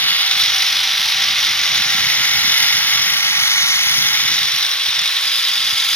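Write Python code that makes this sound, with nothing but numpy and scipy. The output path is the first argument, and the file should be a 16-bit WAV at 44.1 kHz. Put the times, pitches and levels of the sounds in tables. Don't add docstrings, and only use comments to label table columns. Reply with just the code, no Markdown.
import sys
import numpy as np
from scipy import signal
from scipy.fft import rfft, irfft, next_fast_len
from scipy.io import wavfile
from scipy.ndimage import map_coordinates

SR = 44100
rng = np.random.default_rng(int(sys.argv[2]) if len(sys.argv) > 2 else 0)


def pcm_store(signal):
    levels = np.round(np.clip(np.atleast_2d(signal), -1, 1) * 32767)
    wavfile.write(sys.argv[1], SR, levels.astype(np.int16).T)


N = 262664
TIME = np.arange(N) / SR
FREQS = np.maximum(np.fft.rfftfreq(2 * next_fast_len(N // 2 + 1), 1 / SR), 1)


def from_db(db):
    return 10 ** (np.asarray(db) / 20)


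def rms_one(x):
    return x / np.sqrt(np.mean(x ** 2) + 1e-20)


def in_time(rows):
    s, *columns = np.transpose(rows)
    return [np.interp(TIME, s, column) for column in columns]


def in_hz(points):
    hz, value = np.transpose(points)
    return np.interp(np.log(FREQS), np.log(hz), value)


def shaped(x, gain):
    spectrum = rfft(x, 2 * (len(FREQS) - 1))
    return irfft(spectrum * gain)[..., :N]


def coloured(x, colour):
    return rms_one(shaped(x, from_db(in_hz(colour))))


def drift(rate_hz):
    return rms_one(shaped(rng.standard_normal(N), 1 / (1 + (FREQS / rate_hz) ** 2)))


def ring(x, modes):
    power = 0
    for hz, width_hz, db in modes:
        offset = (FREQS - hz) / (0.32 * width_hz)
        power = power + from_db(db) ** 2 / (1 + offset ** 2) ** 2
    return rms_one(shaped(x, np.sqrt(power)))


def noise_paths():
    return rng.standard_normal((3, N))


def chatter():
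    rate_hz, spread_db = 110, 2.2
    return rms_one(from_db(spread_db * drift(rate_hz)))


# (time [s], speed [turns/s])
SHEAVE_SPEED = [(0, 47.5), (.3, 48), (1.25, 48.6), (2.6, 48.6), (2.75, 48.05), (3.6, 47.9), (4, 46.85),
                (4.7, 46.2), (5.05, 46.3), (5.6, 45.45), (5.96, 45.3)]


def sheave_speed():
    return in_time(SHEAVE_SPEED)[0]


# (time [s], fullness [0-1], lead [ms])
STEREO_SHIFT = [(0, 0.47, 0.083), (.27, 0.18, 0.067), (.38, 0.26, 0.041), (.69, 0.32, 0.03),
                (.75, 0, 0.007), (1.1, 0.1, 0.016), (1.6, 0.26, 0.032), (2.4, 0.6, 0.08),
                (3.07, 0.69, 0.083), (3.18, 0.55, 0.11), (3.68, 0.89, .13), (4.12, 1, 0.092),
                (4.36, 0.83, 0.053), (4.8, 0.26, 0.046), (5.96, 0.89, 0.029)]


def stereo_shift():
    return in_time(STEREO_SHIFT)


def loudness(law):
    cruise_turns_per_s = 48
    base_db, full_db, speed_db = law
    fullness, _ = stereo_shift()
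    overspeed = sheave_speed() - cruise_turns_per_s
    return from_db(base_db + full_db * fullness + speed_db * overspeed)


def contact_force(turns, flutter_db, grains_per_s, grain_db):
    throb_db, throb_sharpness = 4.2, 2.4
    flutter_hz = 60
    grain_share = .33
    bump = np.exp(throb_sharpness * (np.cos(2 * np.pi * turns) - 1))
    load = from_db(throb_db * bump + flutter_db * drift(flutter_hz))
    born = rng.random(N) < grains_per_s / SR
    sizes = from_db(grain_db * np.minimum(rng.exponential(1, N), 3))
    scatter = np.exp(-np.arange(200) / 30)
    rattle = signal.lfilter(scatter, [1], born * sizes ** 2)
    grain_power = rattle / rattle.mean()
    return rms_one(load * np.sqrt(1 - grain_share + grain_share * grain_power))


# (frequency [Hz], relative level per Hz [dB])
CABLE_COLOUR = [(40, -37), (250, -32.5), (480, -29.5), (690, -25), (800, -17.5), (1000, -16), (1350, -12),
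                (2100, -6.5), (2680, -4), (2950, -4), (4000, -3), (4450, -5.5), (5800, -16), (7400, -29)]
# (level at fullness 0 and cruising speed [dB], gain at fullness 1 [dB], gain per extra turn per second [dB])
CABLE_LOUDNESS = (-19.3, 0.5, 0.85)


def cable_hiss(heavy_force):
    return loudness(CABLE_LOUDNESS) * coloured(heavy_force * noise_paths(), CABLE_COLOUR)


# (frequency [Hz], width [Hz], relative level [dB])
SHEAVE_RESONANCES = [(3240, 54, 0.5), (3362, 97, 3), (3483, 92, 4.5), (3580, 130, -3), (3688, 240, 1.5),
                     (3910, 190, -1), (4170, 890, -11.5)]
# (time [s], shift of the resonances [Hz], level [dB])
SHEAVE_LOAD = [(0, 0, -21), (.4, 20, -20.5), (.6, 10, -23.5), (.85, 0, -21.5), (1.05, 0, -24),
               (1.25, -10.5, -21), (1.55, -20, -25), (1.8, 30, -23), (2.3, 0, -24), (2.55, 30, -18.5),
               (2.8, 9.5, -22), (3.05, 0.5, -22), (3.15, 40.5, -26), (3.6, 0, -21), (4.05, 0, -21),
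               (4.4, 60, -21), (4.58, 39.5, -21.5), (4.8, 30, -22.5), (5.17, 20.5, -23),
               (5.45, -70.5, -22.5), (5.96, -89.5, -21)]


def sheave_ring(force):
    wander_per_s, wander_hz = 8, 30
    bursts_per_s, burst_db = 40, 1.0
    shift_hz, db = in_time(SHEAVE_LOAD)
    shift_hz = shift_hz + wander_hz * drift(wander_per_s)
    ringing = ring(force * noise_paths(), SHEAVE_RESONANCES)
    ridge = signal.hilbert(ringing, next_fast_len(N))[..., :N]
    moved = np.real(ridge * np.exp(2j * np.pi * np.cumsum(shift_hz) / SR))
    return from_db(db + burst_db * drift(bursts_per_s)) * moved


# (frequency [Hz], width [Hz], relative level [dB])
RIM_RESONANCES = [(4380, 1500, 2.8), (4780, 160, 9.8), (5120, 710, 12.9), (5586, 370, 12.7),
                  (5747, 190, 13.6), (6060, 400, 6.7)]
# (level at fullness 0 and cruising speed [dB], gain at fullness 1 [dB], gain per extra turn per second [dB])
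RIM_LOUDNESS = (-25, 4.5, 0.5)


def rim_ring(heavy_force, rim_rub, flange_rub):
    damped_at_db = -33
    rim_free = 1 / np.hypot(1, flange_rub / from_db(damped_at_db))
    level = rim_free * np.hypot(loudness(RIM_LOUDNESS), rim_rub)
    return level * ring(heavy_force * noise_paths() * chatter(), RIM_RESONANCES)


# (frequency [Hz], width [Hz], relative level [dB])
PLATE_RESONANCES = [(902, 420, -15.5), (1384, 284, -6.5), (1650, 200, -7), (1928, 180, 0.5),
                    (2150, 440, 2.5), (2986, 270, -1)]
# (level at fullness 0 and cruising speed [dB], gain at fullness 1 [dB], gain per extra turn per second [dB])
PLATE_LOUDNESS = (-31, 12.5, 3.5)


def plate_ring(heavy_force):
    return loudness(PLATE_LOUDNESS) * ring(heavy_force * noise_paths(), PLATE_RESONANCES)


# (frequency [Hz], relative level per Hz [dB])
FIZZ_COLOUR = [(4000, -17.5), (7700, -26), (8400, -1.5), (9000, -2.5), (9700, -5), (10100, 9), (10550, 5.5),
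               (10900, 2.5), (11300, 5.5), (11800, 0.5), (12400, 8.5), (13000, 1), (13550, -1), (13800, 0),
               (14400, 6), (14900, -3), (16000, -5.5)]
# (level at fullness 0 and cruising speed [dB], gain at fullness 1 [dB], gain per extra turn per second [dB])
FIZZ_LOUDNESS = (-37, 10.5, 2)


def asperity_fizz(fine_force, fizz_rub):
    flicker_hz, flicker_db = 6.4, 1.1
    fine = from_db(flicker_db * drift(flicker_hz)) * fine_force * noise_paths()
    return np.hypot(loudness(FIZZ_LOUDNESS), fizz_rub) * coloured(fine, FIZZ_COLOUR)


# (frequency [Hz], width [Hz], relative level [dB])
BEARING_RESONANCES = [(7100, 170, 9), (7560, 440, 9), (8330, 590, 6), (8900, 570, 4.5), (9900, 260, -1),
                      (10770, 190, 13), (12445, 180, 1), (13200, 300, 4), (14100, 300, 5), (15250, 400, -7)]
# (level at fullness 0 and cruising speed [dB], gain at fullness 1 [dB], gain per extra turn per second [dB])
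BEARING_LOUDNESS = (-40, -5, -2.5)


def bearing_ring(force):
    return loudness(BEARING_LOUDNESS) * ring(force * noise_paths() * chatter(), BEARING_RESONANCES)


# (frequency [Hz], relative level per Hz [dB])
HISS_EDGE_COLOUR = [(3500, -47), (4400, -10), (5700, 15), (6100, 25), (6600, 22), (6950, 19.5), (7250, 13),
                    (7600, -40)]
# (level at fullness 0 and cruising speed [dB], gain at fullness 1 [dB], gain per extra turn per second [dB])
EDGE_LOUDNESS = (-40, 18, 3.5)


def hiss_edge(heavy_force):
    return loudness(EDGE_LOUDNESS) * coloured(heavy_force * noise_paths() * chatter(), HISS_EDGE_COLOUR)


# (multiple of the sheave speed, peak level [dB rms], time of the peak [s], standard deviation of swell [s])
WHINE_PARTIALS = [(11, -59.5, 1.3, 1.2), (12, -62.5, 2.6, 1.4), (13.03, -54.5, 1.9, 1.9),
                  (13.03, -56, 5.1, .5), (16.05, -44.5, 1.2, 1.5), (16.94, -50, 2.6, .8),
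                  (18.05, -51, 3, 2.2), (18.9, -51.5, .9, .7), (19, -51, 3, .5), (22, -49.5, 3.8, .25),
                  (23.96, -43.8, 3.2, 3.4), (26.1, -51, 4.7, .3), (27, -50, 1.3, 1.2), (29, -46, 5.65, .25)]


def whine(turns):
    blur_rad, blur_hz = .32, 22
    waver_hz, waver_db = 7, 2.7
    tones = 0
    for order, db, s, length_s in WHINE_PARTIALS:
        phase = 2 * np.pi * (order * turns + rng.random()) + blur_rad * drift(blur_hz)
        swell = np.exp(-.5 * ((TIME - s) / length_s) ** 2)
        level = from_db(db + waver_db * drift(waver_hz))
        tones = tones + swell * level * np.sin(phase)
    return np.sqrt(2) * tones


# (frequency [Hz], relative level per Hz [dB])
LARGE_EDDY_COLOUR = [(20, -34), (40, -21), (65, -2.5), (110, 1.5), (170, 1), (250, -7.5), (350, -15),
                     (600, -23), (1500, -52)]
# (frequency [Hz], width [Hz], relative level [dB])
SMALL_EDDY_BANDS = [(224, 210, 0)]
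# (time [s], level change [dB], half-length to 1/e of the change [s])
PORT_GUSTS = [(0.07, 10.5, 0.057), (.45, 4, 0.083), (1.2, 6, 0.046), (1.316, 6, .05), (1.5, 4.5, .08),
              (1.77, 5, 0.14), (2.02, 9, 0.084), (2.2, 4, 0.055), (2.33, 4.5, 0.045), (2.46, 6.5, 0.075),
              (2.634, 7.5, .03), (2.82, 4.5, 0.086), (2.97, 5.5, 0.034), (3.08, 5.5, 0.055),
              (3.35, 1.5, .04), (3.55, -2, 0.055), (3.86, 3, .05), (4.03, 10.5, 0.083),
              (4.286, 10.5, 0.098), (4.452, 7.5, 0.037), (4.582, 7, 0.057), (4.893, 11, 0.027),
              (4.993, 8, 0.049), (5.3, 4, .05), (5.664, 7, .09), (5.95, 7, 0.04)]
# (level at fullness 0 and cruising speed [dB], gain at fullness 1 [dB], gain per extra turn per second [dB])
WIND_LOUDNESS = (-51.5, 10, 4)


def wind():
    lump_hz, lump_db = 32, 3.1
    small_db, small_growth = -10, 0.33
    gust_db = sum(db * np.exp(-((TIME - s) / length_s) ** 2) for s, db, length_s in PORT_GUSTS)
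    large = coloured(rng.standard_normal((2, N)), LARGE_EDDY_COLOUR)
    small = ring(rng.standard_normal((2, N)), SMALL_EDDY_BANDS)
    eddies = large + from_db(small_db + small_growth * gust_db) * small
    lumps = from_db(lump_db * np.array([drift(lump_hz), drift(lump_hz)]))
    return loudness(WIND_LOUDNESS) * from_db(gust_db) * rms_one(lumps) * eddies


# (time [s], strength [dB])
CABLE_BURRS = [(.081, -14.5), (.215, 0), (.408, -1), (.437, 3), (.45, 0), (.803, 0), (1.1693, -3),
               (1.219, 2), (1.3783, -3), (1.745, 7.5), (1.755, 3), (1.771, 0), (2.099, 7), (2.121, -4),
               (2.949, -5), (2.975, -11), (3.134, -10), (3.244, -1), (3.278, -4), (4.592, -5), (4.856, -7),
               (4.992, 2), (5.1632, 5), (5.255, -6), (5.484, 0), (5.909, -9), (5.936, -7), (5.948, -9)]


def burrs():
    decay_s = .005
    kicks = np.zeros(N)
    for s, db in CABLE_BURRS:
        kicks[round(s * SR)] = from_db(db)
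    return signal.lfilter([1], [1, -np.exp(-1 / (decay_s * SR))], kicks)


# (time of hardest rub [s], swell [dB/s], flange ring [dB], groove ring [dB], rim ring [dB], fizz [dB])
CABLE_RUBS = [(.12, 23, -28.5, -20.5, -29, -31.5), (.39, 113, -37, -46, -21, -33.5),
              (1.25, 20, -50, -31, -32, -46), (2.65, 14, -50, -24.5, -22.5, -30.5),
              (4.3, 60.5, -50, -45, -29, -44), (4.72, 15, -42, -51, -43, -33),
              (5.4, 35, -27.5, -45, -55, -34.5), (5.88, 18, -25, -44, -50, -36)]


def rubbing():
    fade_db_per_s = 24.5
    s, swell_db_per_s, *levels_db = np.transpose(CABLE_RUBS)[..., None]
    drop_db = np.maximum(swell_db_per_s * (s - TIME), fade_db_per_s * (TIME - s))
    return [np.linalg.norm(from_db(db - drop_db), axis=0) for db in levels_db]


# (frequency [Hz], width [Hz], relative level [dB])
FLANGE_RESONANCES = [(1325, 110, -1), (3050, 400, 1), (3380, 130, 8.5), (3970, 240, 3), (4760, 200, -2),
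                     (5750, 200, -4), (6200, 380, -2), (7030, 260, -6), (7650, 700, -13), (9400, 600, -11),
                     (13250, 450, -7)]


def flange_ring(force, flange_rub):
    return flange_rub * ring(force * noise_paths() * chatter(), FLANGE_RESONANCES)


# (frequency [Hz], width [Hz], relative level [dB])
GROOVE_RESONANCES = [(2900, 260, -2), (3600, 220, -3.5), (4100, 240, -1), (4650, 690, -5), (5000, 620, -15),
                     (6100, 220, -19), (6500, 700, -22)]


def groove_ring(force, groove_rub):
    return groove_rub * ring(force * noise_paths(), GROOVE_RESONANCES)


def rolling(force):
    flange_rub, groove_rub, rim_rub, fizz_rub = rubbing()
    heavy_force, fine_force = force ** 0.39, force ** 0.68
    return (cable_hiss(heavy_force)
            + sheave_ring(force)
            + rim_ring(heavy_force, rim_rub, flange_rub)
            + plate_ring(heavy_force)
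            + asperity_fizz(fine_force, fizz_rub)
            + bearing_ring(force)
            + hiss_edge(heavy_force)
            + flange_ring(force, flange_rub)
            + groove_ring(force, groove_rub))


# (frequency [Hz], width [Hz], relative level [dB])
CHEEK_RESONANCES = [(4830, 300, -1), (5040, 330, -2), (5230, 300, -6)]


def scrape(force):
    start_s, attack_s = 5.2, .08
    start_db, fade_db_per_s = -22, 7
    since_s = TIME - start_s
    attack = np.clip(since_s / attack_s, 0, 1)
    level = attack * from_db(start_db - fade_db_per_s * np.maximum(since_s, 0))
    return level * ring(force * chatter() * noise_paths(), CHEEK_RESONANCES)


# (frequency [Hz], shared power [0-1])
PORT_LIKENESS = [(200, 0.3), (700, 0.75), (1200, 0.86), (2700, 0.95), (3600, 0.93), (4600, 0.74),
                 (5800, 0.93), (7000, 0.6), (10000, 0.36), (12500, 0.42), (15000, 0)]
# (frequency [Hz], left minus right [dB])
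PORT_SHADE = [(500, -1), (770, 1.5), (1170, -2.5), (1790, -3), (2740, -0.5), (4000, -1.5), (5200, 2.5),
              (6500, 1.5), (9000, -0.5)]
# (frequency [Hz], phase [rad])
PORT_BEND = [(450, -0.13), (900, -0.74), (1230, -0.65), (1600, 0.15), (1900, 0.061), (2200, 0.35),
             (2680, 0.57), (3000, -0.068), (3400, 0), (3850, 0.4), (4400, 0.58), (5000, -0.096),
             (5650, -0.61), (6150, -0.2), (6600, 0.00074), (7050, -1.06), (8000, -0.89)]


def at_ports(paths, tones=0, extra_lead_ms=0):
    alike = np.clip(in_hz(PORT_LIKENESS), 0, 1)
    _, lead_ms = stereo_shift()
    left = shaped(paths[0], np.sqrt(alike)) + tones
    bent = shaped(left, np.exp(-1j * in_hz(PORT_BEND)))
    delayed = (TIME - (lead_ms + extra_lead_ms) / 1000) * SR
    right = map_coordinates(bent, [delayed], order=3, mode="nearest")
    both = np.array([left, right]) + shaped(paths[1:], np.sqrt(1 - alike))
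    return shaped(both, from_db(in_hz(PORT_SHADE) * [[.5], [-.5]]))


def scene():
    turns = np.cumsum(sheave_speed()) / SR
    force = contact_force(turns, flutter_db=1.0, grains_per_s=380, grain_db=1.5)
    trolley = at_ports(rolling(force + burrs()), whine(turns))
    return trolley + at_ports(scrape(force), extra_lead_ms=.035) + wind()


def record(dry):
    dip_hz, dip_width_hz, dip_db = 7600, 350, -7
    ceiling, cutoff_hz = .92, 15850
    dip = from_db(dip_db * np.exp(-((FREQS - dip_hz) / dip_width_hz) ** 2))
    sound = shaped(dry, dip)
    rounded = sound / (1 + (sound / ceiling) ** 8) ** (1 / 8)
    return shaped(rounded, FREQS < cutoff_hz)


dry = scene()
out = record(dry)
pcm_store(out)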